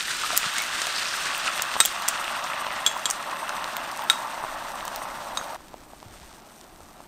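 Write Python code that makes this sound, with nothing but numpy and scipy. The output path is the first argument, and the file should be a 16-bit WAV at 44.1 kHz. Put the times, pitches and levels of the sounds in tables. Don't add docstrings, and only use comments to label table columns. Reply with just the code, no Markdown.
import sys
import numpy as np
from scipy import signal
from scipy.fft import rfft, irfft, next_fast_len
from scipy.io import wavfile
from scipy.ndimage import uniform_filter1d, minimum_filter1d

SR = 44100
rng = np.random.default_rng(int(sys.argv[2]) if len(sys.argv) > 2 else 0)


def gain_from_decibels(decibels):
    exponent = np.asarray(decibels, float) / 20
    return 10 ** exponent


def store_wav(level_fs):
    pcm = np.round(np.clip(np.atleast_2d(level_fs), -1, 1) * 32767)
    wavfile.write(sys.argv[1], SR, pcm.T.astype(np.int16))


N = 311787
SCENE_CHANGE_S = 5.563


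def evened(x):
    return x / np.sqrt(np.mean(x ** 2) + 1e-20)


def read(points, hz):
    f, value = np.transpose(points)
    return np.interp(np.log(hz + 1e-3), np.log(f), value)


def played(rows):
    s, *columns = np.transpose(rows)
    return [np.interp(np.arange(N) / SR, s, c) for c in columns]


def add(mix, s, sound):
    part = mix[round(s * SR):][:len(sound)]
    part += np.asarray(sound)[:len(part)]


def coloured(x, points):
    size = next_fast_len(len(x))
    gain = gain_from_decibels(read(points, np.fft.rfftfreq(size, 1 / SR)))
    return irfft(rfft(x, size) * gain, size)[:len(x)]


def band(x, lo_hz, hi_hz):
    edges_hz = [lo_hz, min(hi_hz, SR / 2.1)]
    return signal.sosfilt(signal.butter(N=2, Wn=edges_hz, btype="band", fs=SR, output="sos"), x)


def clicks(per_s, spread_db):
    sign = rng.choice([-1., 1.], N)
    size = gain_from_decibels(spread_db * np.minimum(rng.exponential(1, N), 3.8)) * sign
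    return size * (rng.random(N) < per_s / SR)


def drift(seconds):
    width = int(seconds * SR)
    return evened(uniform_filter1d(uniform_filter1d(rng.standard_normal(N), width), width))


def bubble(hz, cycles, rise=0.08):
    u = np.arange(int(SR * 2 * cycles / hz)) / SR * hz
    tone = -np.sin(2 * np.pi * (u + rise * u ** 2 / 2 / cycles))
    return tone * np.exp(-2.3 * u / cycles) * (1 - np.exp(-u / 0.29))


def snap(hz):
    width_cycles, echo_s, echo_db = 0.37, 0.000516, -10
    t = np.arange(-.001, .003, 1 / SR)
    return sum(gain_from_decibels(db) * np.sin(2 * np.pi * hz * u) * np.exp(-(hz * u / width_cycles) ** 2)
               for u, db in ((t, 2.5), (t - echo_s, echo_db)))


# frequency in Hz, density in dB per Hz.
AIR_SPECTRUM = [(15, -32), (25, 13.5), (60, -2.5), (205, 3), (359, 2.5), (438, -3.5), (724, -6.5),
                (784, -11), (884, -9.5), (2130, -22), (3000, -20), (3900, -49), (6600, -120)]
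# time in seconds, burner and garden in dB, rumble in dB.
AIR_LEVELS = [(0, -60, -60), (2.5, -52.5, -61.5), (4.33, -52, -62.5), (4.5, -52.5, -55), (5.55, -52.5, -60),
              (5.58, -56, -55), (5.97, -56.5, -59), (6.1, -56, -56), (6.34, -56, -54), (6.48, -57, -66),
              (6.8, -57, -57), (7.07, -56, -62)]


def air():
    breath_db, rumble_db = played(AIR_LEVELS)
    breath = evened(coloured(rng.standard_normal(N), AIR_SPECTRUM))
    rumble = evened(band(rng.standard_normal(N), 12, 52))
    rumble_db = rumble_db + 1.6 * drift(0.13)
    return gain_from_decibels(breath_db + 3.5) * band(breath, 119, 4800) + gain_from_decibels(rumble_db) * rumble


# time in seconds, bubble level in dB, pitch in Hz.
STREAM_COURSE = [
    (.88, -32, 4120),
    (1.0, -24, 4770),
    (1.1, -29.5, 5270),
    (1.25, -35, 5700),
    (1.351, -48, 5700),
]


def stream(count=160):
    cycles, pitch_scatter, scatter_db = 14, .09, 2.5
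    out, (s, db, hz) = np.zeros(N), np.transpose(STREAM_COURSE)
    times = rng.uniform(s[0], s[-1], count)
    for when, size, off in zip(times, *rng.standard_normal((2, count))):
        pitch_hz = np.interp(when, s, hz) * (1 + pitch_scatter * off)
        level_db = np.interp(when, s, db) + scatter_db * size
        add(out, when, gain_from_decibels(level_db) * bubble(pitch_hz, cycles))
    return out


# start in seconds,
# peak in dB, pitch in Hz, ring in cycles, relative pitch climb.
AIR_POCKETS = [(0.245, -22.5, 1240, 28, 0.029), (.331, -26.5, 663, 20, 0.2),
               (0.441, -18, 1300, 6.2, -0.055), (0.463, -28, 169, 1.9, 0.064), (.548, -28, 1450, 60, .6),
               (.582, -22, 2100, 25, .1), (.594, -24, 2180, 30, .04), (.612, -25, 2240, 40, -.03),
               (.65, -29, 1960, 20, 0.055), (.869, -26, 677, 7.1, 0.062), (1.055, -21, 2550, 19, -0.028),
               (1.174, -20, 1350, 8.9, -0.038), (1.479, -13.5, 2590, 11, .05), (1.348, -17, 2700, 9, .05),
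               (1.716, -21, 2750, 9, -0.032), (1.765, -10.5, 830, 2.4, 0.38),
               (4.448, -16, 980, 3.1, -0.032), (4.427, -25, 930, 4.2, -0.21), (6.058, -35, 95, 2.4, 0.21),
               (6.1, -45, 90, 4.6, -.1), (6.21, -47, 70, 7.3, -0.27), (6.81, -49, 75, 7, 0)]


def air_pockets():
    out = np.zeros(N)
    for s, db, hz, cycles, rise in AIR_POCKETS:
        add(out, s, gain_from_decibels(db + 1.5) * bubble(hz, cycles, rise))
    return out


def kitchen(x):
    level_db, t60_s, delay_s = -16, .25, .004
    t = np.arange(SR // 3) / SR
    tail = rng.standard_normal(len(t)) * gain_from_decibels(-60 * t / t60_s) * (t > delay_s)
    return gain_from_decibels(level_db) * signal.oaconvolve(x, tail / np.linalg.norm(tail))[:N]


def ring(modes, t, upper_db, damping):
    return sum(gain_from_decibels(db + upper_db * (hz > 4500) - 60 * damping * t / t60) * np.sin(2 * np.pi * hz * t)
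               for hz, db, t60 in modes)


# frequency in Hz, gain in dB.
DRY_TICK = [(100, -30), (600, -6), (1500, 0), (5000, -1), (9000, -3), (10300, -14), (12000, -10),
            (15500, -14), (16200, -40)]
# frequency in Hz, level in dB, T60 in seconds.
WALL_MODES = [(3334, -3, .04), (3372, 0, .045), (3366, -15, .36), (5000, -8, .012), (6290, -14, .06),
              (6440, -8, .04), (6484, -15, .25), (7350, -5, .05), (7418, -6, .17), (11490, -12, .03),
              (13340, -22, .06)]
SPOUT_MODES = [(3700, 0, .008), (3748, 1, .047), (3772, -14, .13), (3790, -26, .25), (5100, -12, .02),
               (6150, -6, .03), (6487, -22, .1), (7340, -10, .035), (8000, 2, .008), (8085, -3, .055),
               (8104, -9, .13), (8390, -10, .03), (13330, -27, .08), (14090, -24, .1)]
LOW_MODES = [(1350, -6, 0.025), (1340, -16, 0.14), (1570, 7, 0.0072), (2400, -9, 0.006),
             (2490, -7.5, 0.022), (2830, -20, 0.012)]


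def tap(wall_db, spout_db, upper_db, db, shimmer, resting):
    damping = 2.2 if resting else 1
    t = np.arange(12000) / SR
    decay = 1.65 * gain_from_decibels(-60 * t / 0.0026) + gain_from_decibels(-60 * t / 0.025) + 0.15 * gain_from_decibels(-60 * t / 0.54)
    tick = coloured(rng.standard_normal(len(t)) * decay, DRY_TICK) * (t < .2)
    if resting:
        tick = band(tick, 280, 9500)
    glass = gain_from_decibels(wall_db) * ring(WALL_MODES, t, upper_db, damping)
    glass += gain_from_decibels(spout_db) * ring(SPOUT_MODES, t, upper_db, damping)
    glass += gain_from_decibels(spout_db) * ring(LOW_MODES, t, upper_db, damping)
    glass *= shimmer[:len(t)] ** np.minimum(t / .03, 1)
    onset = 1 - np.exp(-t / 0.0002)
    return gain_from_decibels(db - 4.0) * tick / abs(tick).max() + glass * onset


# start in seconds, tick peak in dB, wall modes in dB,
# spout modes in dB, lift of the upper modes in dB.
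BOUNCING_TAPS = [
    (1.8024, 0, -29, -13.5, 4.5),
    (1.8100, -10, -38, -15, -16),
    (2.8636, -9, -13, -23.5, -0.5),
    (2.8731, -8, -26, -41, -2),
    (4.0991, -1.5, -24, -9.5, -8),
    (5.3729, -12.5, -42, -23.5, -13),
]
RESTING_STICKS = [
    (0.8172, -8, -37, -31, -1),
    (1.851, -24, -18.5, -42, 2),
    (2.0804, -10, -28.5, -40, 7),
    (3.056, -9, -19.5, -23, 1.5),
    (3.0615, -16, -22.5, -32, -1),
]
# time in seconds, level in dB, pitch in Hz.
HARD_CRACKS = [
    (1.8031, -13.5, 1800),
    (4.0994, -8, 1600),
    (3.1101, -15, 6600),
]
# frequency in Hz, level in dB, T60 in seconds.
RIM_MODES = [(4700, -22, .012), (6465, -29, .09), (6510, -38, .15), (7434, -30, .04)]


def jug():
    out = np.zeros(N)
    shimmer = gain_from_decibels(3.0 * drift(.003))
    for rows, resting in ((BOUNCING_TAPS, False), (RESTING_STICKS, True)):
        for s, db, wall_db, spout_db, upper_db in rows:
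            add(out, s, tap(wall_db, spout_db, upper_db, db, shimmer[round(s * SR):], resting))
    for s, db, hz in HARD_CRACKS:
        add(out, s - .001, gain_from_decibels(db) * snap(hz))
    add(out, 5.3733, ring(RIM_MODES, np.arange(12000) / SR, 0, 1))
    return out + kitchen(out)


# time in
# seconds, steam in dB, bare hot fat in dB.
FRYING_COURSE = [(0.0, -43, -30.5), (0.35, -34, -31.5), (1.0, -34, -32), (1.4, -31, -34),
                 (1.8, -31.5, -38.5), (1.815, -44, -52), (1.885, -40, -33), (1.93, -32, -38),
                 (2.3, -30.5, -41), (2.7, -32, -43), (3.15, -35, -44), (3.5, -32.5, -45), (4.0, -34.5, -45),
                 (4.5, -35.5, -46.5), (5.2, -37.5, -46.5), (5.55, -37, -47)]


def cooking():
    t = np.arange(N) / SR
    steam_db, fat_db = played(FRYING_COURSE)
    hiss_db = -41 + 0.49 * (fat_db + 26.5)
    pitch_hz = 1443 - 100 * t
    swell_db = 5 * np.exp(-((t - 6.2) / 0.22) ** 2)
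    liquid = steam_db, pitch_hz, fat_db, hiss_db
    firm = -55, 860, -61 + swell_db, -63.5 + .5 * swell_db
    return [np.where(t < SCENE_CHANGE_S, a, b) for a, b in zip(liquid, firm)]


def rim_crackle(fizz_db, hiss_db):
    lively = uniform_filter1d(gain_from_decibels(fizz_db) + gain_from_decibels(hiss_db), SR // 2)
    ticks = -lively * gain_from_decibels(-7) * evened(abs(clicks(per_s=220, spread_db=2.5)))
    fine = -gain_from_decibels(-55.5) * evened(abs(clicks(per_s=200, spread_db=2.5)))
    add(ticks, SCENE_CHANGE_S, fine)
    return coloured(ticks, DRY_TICK)


TICK_LAG_S = .0013
# time in seconds, peak in dB.
CLEAR_TICKS = [(3.9304, -31), (3.9918, -23), (4.2976, -33), (4.3364, -33), (4.947, -33), (5.088, -33),
               (5.6242, -47), (5.7397, -36), (5.933, -48), (6.001, -34), (6.028, -33.5), (6.0518, -38),
               (6.083, -44), (5.589, -45)]


def clear_ticks():
    out = np.zeros(N)
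    for s, db in CLEAR_TICKS:
        add(out, s + TICK_LAG_S, [-gain_from_decibels(db + 14.5)])
    return coloured(band(out, 300, 6500), DRY_TICK)


# time in seconds, puffs per second, unevenness from 0 to 1, puff level in dB.
VENT_COURSE = [
    (6.111, 69, 0, -24),
    (6.277, 63.5, 0, -24),
    (6.367, 46, 0, -25),
    (6.39, 36, 0, -28),
    (6.53, 41, .05, -27),
    (6.535, 41, .05, -70),
    (7.07, 45, .4, -70),
]


def vent():
    per_s, uneven, db = played(VENT_COURSE)
    is_open = np.arange(N) >= VENT_COURSE[0][0] * SR
    pace = per_s * np.maximum(1 + uneven * drift(.01), .1) * is_open
    puffs = np.diff(np.ceil(np.cumsum(pace) / SR), prepend=0)
    puffs = -puffs * gain_from_decibels(db + 2.0 * rng.standard_normal(N))
    return coloured(band(puffs, 500, 8000), DRY_TICK)


# frequency in Hz, density in dB per Hz.
FIZZ_SPECTRUM = [(70, -23.5), (150, -14), (880, -13), (1500, 2), (2090, -4.5), (2600, -3), (3630, -3),
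                 (6820, -9.5), (9000, -11), (11700, -30.5), (19800, -120)]
HISS_SPECTRUM = [(2940, -34), (5000, -22), (5750, 1), (7060, -7), (8710, 4.5), (10300, -11.5), (11100, -6),
                 (14100, -7), (15800, -42), (16300, -43), (16500, -60)]


def fizz(level_db, points, per_s, spread_db, smooth, flicker_db):
    drive = evened(clicks(per_s, spread_db)) * (1 - smooth) + smooth * rng.standard_normal(N)
    return gain_from_decibels(level_db + flicker_db * drift(0.021)) * evened(coloured(drive, points))


# start in seconds, peak in dB, centre in Hz, top band against the peak in dB.
FAT_SPITS = [(0.366, -9.5, 8100, -15), (0.371, -12, 6500, 0), (0.3759, -0.5, 8350, 1.5),
             (0.5384, -26, 3740, 1), (0.583, -12.5, 8250, -13), (0.621, -14.5, 8500, 0),
             (4.0404, -31, 8500, 4), (0.869, -14, 3700, -21), (1.3513, -22, 3700, -16),
             (1.38, -19, 8500, 2), (1.621, -7.5, 7750, -1.5), (1.852, -10.5, 8600, -14),
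             (1.8578, -3.5, 8450, 0), (2.0215, -27, 4230, 5), (2.0837, -14, 7500, -9),
             (2.0858, -2, 8050, -4.5), (2.243, -20, 3520, -11), (2.441, -19.5, 5940, -17),
             (2.977, -27, 6000, 1), (3.1014, -7.5, 7800, -11), (3.1097, -4, 8100, -11),
             (3.493, -18, 5300, -15), (3.643, -18.5, 3740, -15), (3.7676, -19.5, 7500, 1.5),
             (3.915, -24, 5210, -9), (3.975, -28, 8560, -6), (4.0206, -23.5, 4520, -7),
             (4.853, -26, 5500, 5), (4.8795, -19, 3900, -15), (4.9606, -21.5, 6300, 2)]


def spits():
    out, t = np.zeros(N), np.arange(3000) / SR
    for s, db, hz, top_db in FAT_SPITS:
        noise = rng.standard_normal(len(t))
        snap_part = noise * gain_from_decibels(-60 * t / .002)
        spray_t60_s = 0.021 * gain_from_decibels(0.43 * db)
        spray = noise * (gain_from_decibels(-60 * t / spray_t60_s) + .12 * gain_from_decibels(-60 * t / .2))
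        burst = snap_part + 0.39 * spray
        wide = band(burst, 1200, 9500)
        top = band(snap_part + .12 * spray, 11000, 15500)
        body = band(burst, hz / 1.61, hz * 1.19) + 0.46 * wide
        add(out, s, gain_from_decibels(db) * (body / abs(body).max() + gain_from_decibels(top_db) * top / abs(top).max()))
    return out


# time in seconds, peak in dB, pitch in Hz (negative pushes first).
SKIN_CRACKS = [(0.0082, -11, 3198), (0.2424, -17, -3200.0), (0.2633, -14, 2800.0), (0.4962, -17, -3700.0),
               (0.6214, -25, -2800.0), (0.8696, -11, 7400.0), (1.0518, -16, -4400.0), (1.3985, -15, 3700.0),
               (1.578, -16, 3700.0), (1.5937, -19, 4400.0), (1.74, -16, -3700.0), (2.022, -20, 5500.0),
               (2.1757, -20, -3200.0), (2.2425, -22, 5498), (2.3452, -26, 5500.0), (2.668, -19, -3200.0),
               (2.7233, -21, 3200.0), (2.995, -24, 5500.0), (3.0955, -22, 2800.0), (3.2276, -20, 5502),
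               (3.3126, -20.5, -7400.0), (3.3703, -25, -4400.0), (3.5675, -21, 3700.0),
               (3.6432, -19, 3700.0), (3.735, -24, 5500.0), (3.7401, -29, 2200.0), (3.7676, -13.5, 2400.0),
               (3.9161, -28, 7400.0), (3.9626, -22, 7400.0), (3.9746, -17, 7400.0), (4.272, -27, 4400.0),
               (4.299, -32, -2800.0), (4.3441, -26, 5500.0), (4.6228, -30, -2800.0), (4.6703, -29, 3200.0),
               (4.7186, -24, 7400.0), (4.7564, -23, 7400.0), (4.8027, -27, 5500.0), (4.8078, -20, 2400.0),
               (4.8536, -23, 7400.0), (4.8794, -18, 7400.0), (4.9608, -20, 7400.0), (5.0882, -32, 5500.0),
               (5.2045, -30, -3700.0), (5.2518, -34, -2200.0), (5.287, -28, 5500.0), (5.3526, -26, 7400.0),
               (5.4433, -26, -3200.0), (5.5295, -33, 3700.0), (5.5472, -25, 5500.0)]
# time in seconds, peak in dB.
LATE_SPITS = [(6.0114, -39), (6.0972, -42), (6.2073, -41), (6.2452, -40), (6.3388, -38), (6.3524, -43),
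              (6.4594, -43), (6.5374, -43), (6.5544, -42), (6.5598, -38), (6.5778, -42), (6.5915, -40),
              (6.7581, -43), (6.8138, -40), (6.8318, -40), (6.9067, -41), (6.6114, -29), (6.6411, -36),
              (6.6655, -41), (6.6835, -44), (6.7189, -47), (6.7454, -44), (6.7863, -43), (6.8047, -35),
              (6.8566, -40), (6.8751, -46), (6.9289, -39), (6.9783, -47), (6.9863, -45), (7.0043, -43),
              (7.0287, -42)]


def snaps():
    out = np.zeros(N)
    for s, db, hz in SKIN_CRACKS:
        add(out, s - .001, gain_from_decibels(db) * snap(hz))
    for s, db in LATE_SPITS:
        add(out, s + TICK_LAG_S - .001, gain_from_decibels(db + 1.3) * snap(5800))
    return out


# start in seconds, peak in dB, pitch in Hz.
BRIGHT_BEADS = [(0.2794, -28, 2090), (0.4319, -8.5, 2500), (0.7304, -23, 2440), (1.5855, -15, 2490),
                (1.5964, -10, 2570), (2.28, -10.5, 2570), (2.3526, -23, 2600), (2.3965, -24, 3100),
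                (2.4748, -19, 3220), (2.5346, -12, 2390), (2.5611, -25, 2560), (2.6474, -23, 2590),
                (2.6658, -18, 3290), (2.7056, -14, 2010), (3.266, -24, 3290), (3.297, -21, 3060),
                (4.0203, -28, 2570), (4.788, -28, 2490)]
# start in seconds, peak in dB, pitch in Hz.
SET_EGG_MUTTERS = [(5.606, -28, 915), (5.742, -18.5, 684), (5.906, -38, 738), (5.934, -23, 710),
                   (6.028, -23, 860), (6.114, -36, 552), (6.158, -32, 789), (6.474, -33.5, 590),
                   (6.508, -30, 1180), (6.804, -29, 676), (7.004, -23, 900)]
# time of loudest swing in seconds, peak in dB, pitch in Hz.
MIDDLING_PLOPS = [(.561, -21, 1470), (.569, -21, 1470), (.730, -18, 1450), (.804, -22, 1520),
                  (1.140, -17, 1510), (1.357, -23, 1380), (1.4506, -22, 1290), (1.5976, -16, 1200),
                  (1.8528, -20, 756), (2.156, -20, 1200), (2.192, -19, 1340), (2.501, -17, 1220),
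                  (3.066, -18, 1100), (3.078, -20, 1180), (3.275, -18, 1050), (3.479, -22, 1100),
                  (3.5377, -19.5, 1000), (3.5457, -19, 1120), (3.6588, -17.5, 1000), (3.8415, -26, 1150),
                  (4.1905, -21, 900), (4.2297, -23, 1050), (4.3786, -18.5, 980), (4.828, -21, 1180),
                  (5.0196, -21, 950), (5.187, -22, 945), (5.7196, -37, 950), (5.7352, -33, 950),
                  (6.043, -41, 1050), (6.1394, -38, 1050), (6.2332, -38, 880), (6.3147, -37, 1100),
                  (6.3403, -41, 1050), (6.5202, -36, 950), (6.6499, -37, 1000), (6.7968, -41, 1100),
                  (6.975, -41, 980)]
# start in seconds,
# peak in dB, pitch in Hz, ring in cycles.
LARGE_POPS = [(0.081, -15, 1840, 13), (0.235, -10.5, 1240, 8.9), (0.304, -5, 1220, 3),
              (0.702, -16, 1410, 4.5), (0.761, -19, 1740, 3.9), (0.968, -19, 1200, 4),
              (0.206, -24, 1630, 4), (1.125, -12, 1386, 3.1), (1.26, -8, 1260, 1.8), (1.3, -13, 1790, 7),
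              (1.485, -12, 1300, 9.8), (1.755, -7, 950, 2.3), (2.011, -15, 1180, 4.9),
              (2.128, -20, 1210, 2.1), (2.185, -15, 1080, 7.3), (2.621, -14, 1060, 4.3),
              (2.666, -10, 926, 3.1), (3.803, -16, 1060, 4), (1.89, -29, 1570, 4),
              (2.965, -10.5, 1030, 5.5), (3.0952, -10, 1190, 2.5), (3.325, -16, 920, 5.6),
              (3.492, -13, 1350, 7.3), (3.606, -17, 950, 3.5), (3.876, -13, 930, 2), (3.992, -12, 960, 4.1),
              (4.035, -16.5, 970, 7.3), (4.0981, -10, 1370, 15), (4.438, -5.5, 950, 2.5),
              (4.788, -18, 1320, 3), (4.742, -19, 1000, 3.7), (4.622, -15, 1010, 2.1),
              (4.85, -16, 891, 2.8), (4.878, -14, 1100, 3.5), (5.052, -14.5, 875, 4.9),
              (5.335, -15, 950, 1.5), (5.412, -7.5, 1100, 1.3), (5.527, -24, 692, 3),
              (5.258, -20, 883, 3.7), (5.372, -15.5, 1000, 5.5)]


def pops():
    out = np.zeros(N)
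    for s, db, hz in BRIGHT_BEADS:
        add(out, s, gain_from_decibels(db + 4.0) * bubble(hz, 1.9))
    for s, db, hz in SET_EGG_MUTTERS:
        add(out, s, gain_from_decibels(db) * bubble(hz, 1.8))
    for s, db, hz in MIDDLING_PLOPS:
        add(out, s - 0.00091, gain_from_decibels(db + 1.0) * bubble(hz, 3.4))
    for s, db, hz, cycles in LARGE_POPS:
        add(out, s + 0.000904, gain_from_decibels(db - 4.0) * bubble(hz, cycles))
    return out


# pitch as a ratio to the usual pitch, level in dB.
SIZE_SPREAD = [(.3, -63), (.5, -17.5), (.7, -10), (.85, -2), (1.1, -2.5), (1.5, -3), (2.2, -8.5),
               (3.5, -31)]
# frequency in Hz, gain in dB.
PAN_RADIATION = [(300, -29), (480, -6), (560, 7.5), (714, 4.5), (786, 1.5), (900, 2), (1360, 1), (1600, -4),
                 (1800, 1), (2250, -4.5), (2680, 3.5), (3100, 3), (3600, 9)]


def bubbling(level_db, pitch_hz, count=18):
    train = clicks(per_s=2500, spread_db=1.6) * gain_from_decibels(0.35 * drift(0.018))
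    kind = rng.integers(0, count, N)
    pitch_hz, out = uniform_filter1d(pitch_hz, SR // 2), np.zeros(N)
    for k, hz in enumerate(np.geomspace(480, 3600, count)):
        shape = bubble(hz, 3.82 * rng.uniform(0.45, 3.3))
        sizes = train * (kind == k) * gain_from_decibels(read(SIZE_SPREAD, hz / pitch_hz))
        out += signal.oaconvolve(sizes, shape / np.linalg.norm(shape))[:N]
    return gain_from_decibels(level_db + 0.5) * evened(coloured(out, PAN_RADIATION))


def scene():
    steam_db, pitch_hz, fizz_db, hiss_db = cooking()
    mid = air() + stream() + air_pockets() + jug()
    mid += rim_crackle(fizz_db, hiss_db) + clear_ticks() + vent()
    mid += fizz(fizz_db + 0.19, FIZZ_SPECTRUM, per_s=5000, spread_db=4.0, smooth=0.39, flicker_db=1.9)
    mid += fizz(hiss_db - .3, HISS_SPECTRUM, per_s=6500, spread_db=9.5, smooth=0.6, flicker_db=3.0)
    mid += spits() + snaps() + pops() + bubbling(steam_db, pitch_hz)
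    return np.array([mid, mid])


def thinned_treble(hz, z):
    loudness = minimum_filter1d(np.sqrt(np.mean(abs(z[:460]) ** 2, axis=0)), size=3)
    nearby = uniform_filter1d(abs(z), size=150, axis=0)
    threshold = np.minimum(gain_from_decibels(-14) * loudness, .92 * nearby)
    faint = uniform_filter1d(abs(z), size=3, axis=0) < threshold
    return np.where(faint & (hz[:, None] > 6000), 0, z)


# frequency in Hz, side against mid in dB.
SIDE_LEVEL = [(60, -15.5), (300, -17.5), (700, -23), (2000, -20.5), (6000, -13.5), (9000, -14),
              (15000, -8.5)]


def side_signal(hz, t, z):
    typical = minimum_filter1d(uniform_filter1d(abs(z), size=40, axis=0), size=5, axis=1)
    fitful_db = 3.2 * np.clip(rng.standard_normal(len(t)), -2, 1.3)
    bursts = gain_from_decibels(np.where(t < SCENE_CHANGE_S, fitful_db, 4.5))
    chosen = rng.random((len(hz) // 16 + 1, len(t))) < .5
    kept = np.repeat(chosen, 16, axis=0)[:len(hz)]
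    phase = np.exp(2j * np.pi * rng.random(z.shape))
    return kept * typical * gain_from_decibels(read(SIDE_LEVEL, hz))[:, None] * bursts * phase


def roll_off(x):
    return signal.sosfilt(signal.butter(12, 16970, fs=SR, output="sos"), x)


# frequency in Hz, density in dB per Hz.
MIC_NOISE = [(880, -37), (1500, -10), (2260, 2.5), (2630, -4), (4850, -22), (12500, -1.5), (15500, -6),
             (16500, -40)]
# frequency in Hz, gain in dB.
TOP_EDGE = [(15600, 0), (16000, -22), (16900, -30), (17000, -100)]


def record(dry):
    hiss_db = np.where(np.arange(N) / SR < SCENE_CHANGE_S, -55.5, -64.5)
    mid = dry[0] + gain_from_decibels(hiss_db) * evened(coloured(rng.standard_normal(N), MIC_NOISE))
    mid = coloured(np.clip(mid, -.96, .96), TOP_EDGE)
    hz, t, z = signal.stft(mid, SR, nperseg=2048, noverlap=1024)
    side = side_signal(hz, t, z)
    z = thinned_treble(hz, z)
    ears = signal.istft(np.array([z + side, z - side]), SR, nperseg=2048, noverlap=1024)[1]
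    return roll_off(ears[:, :N])


dry = scene()
out = record(dry)
store_wav(out)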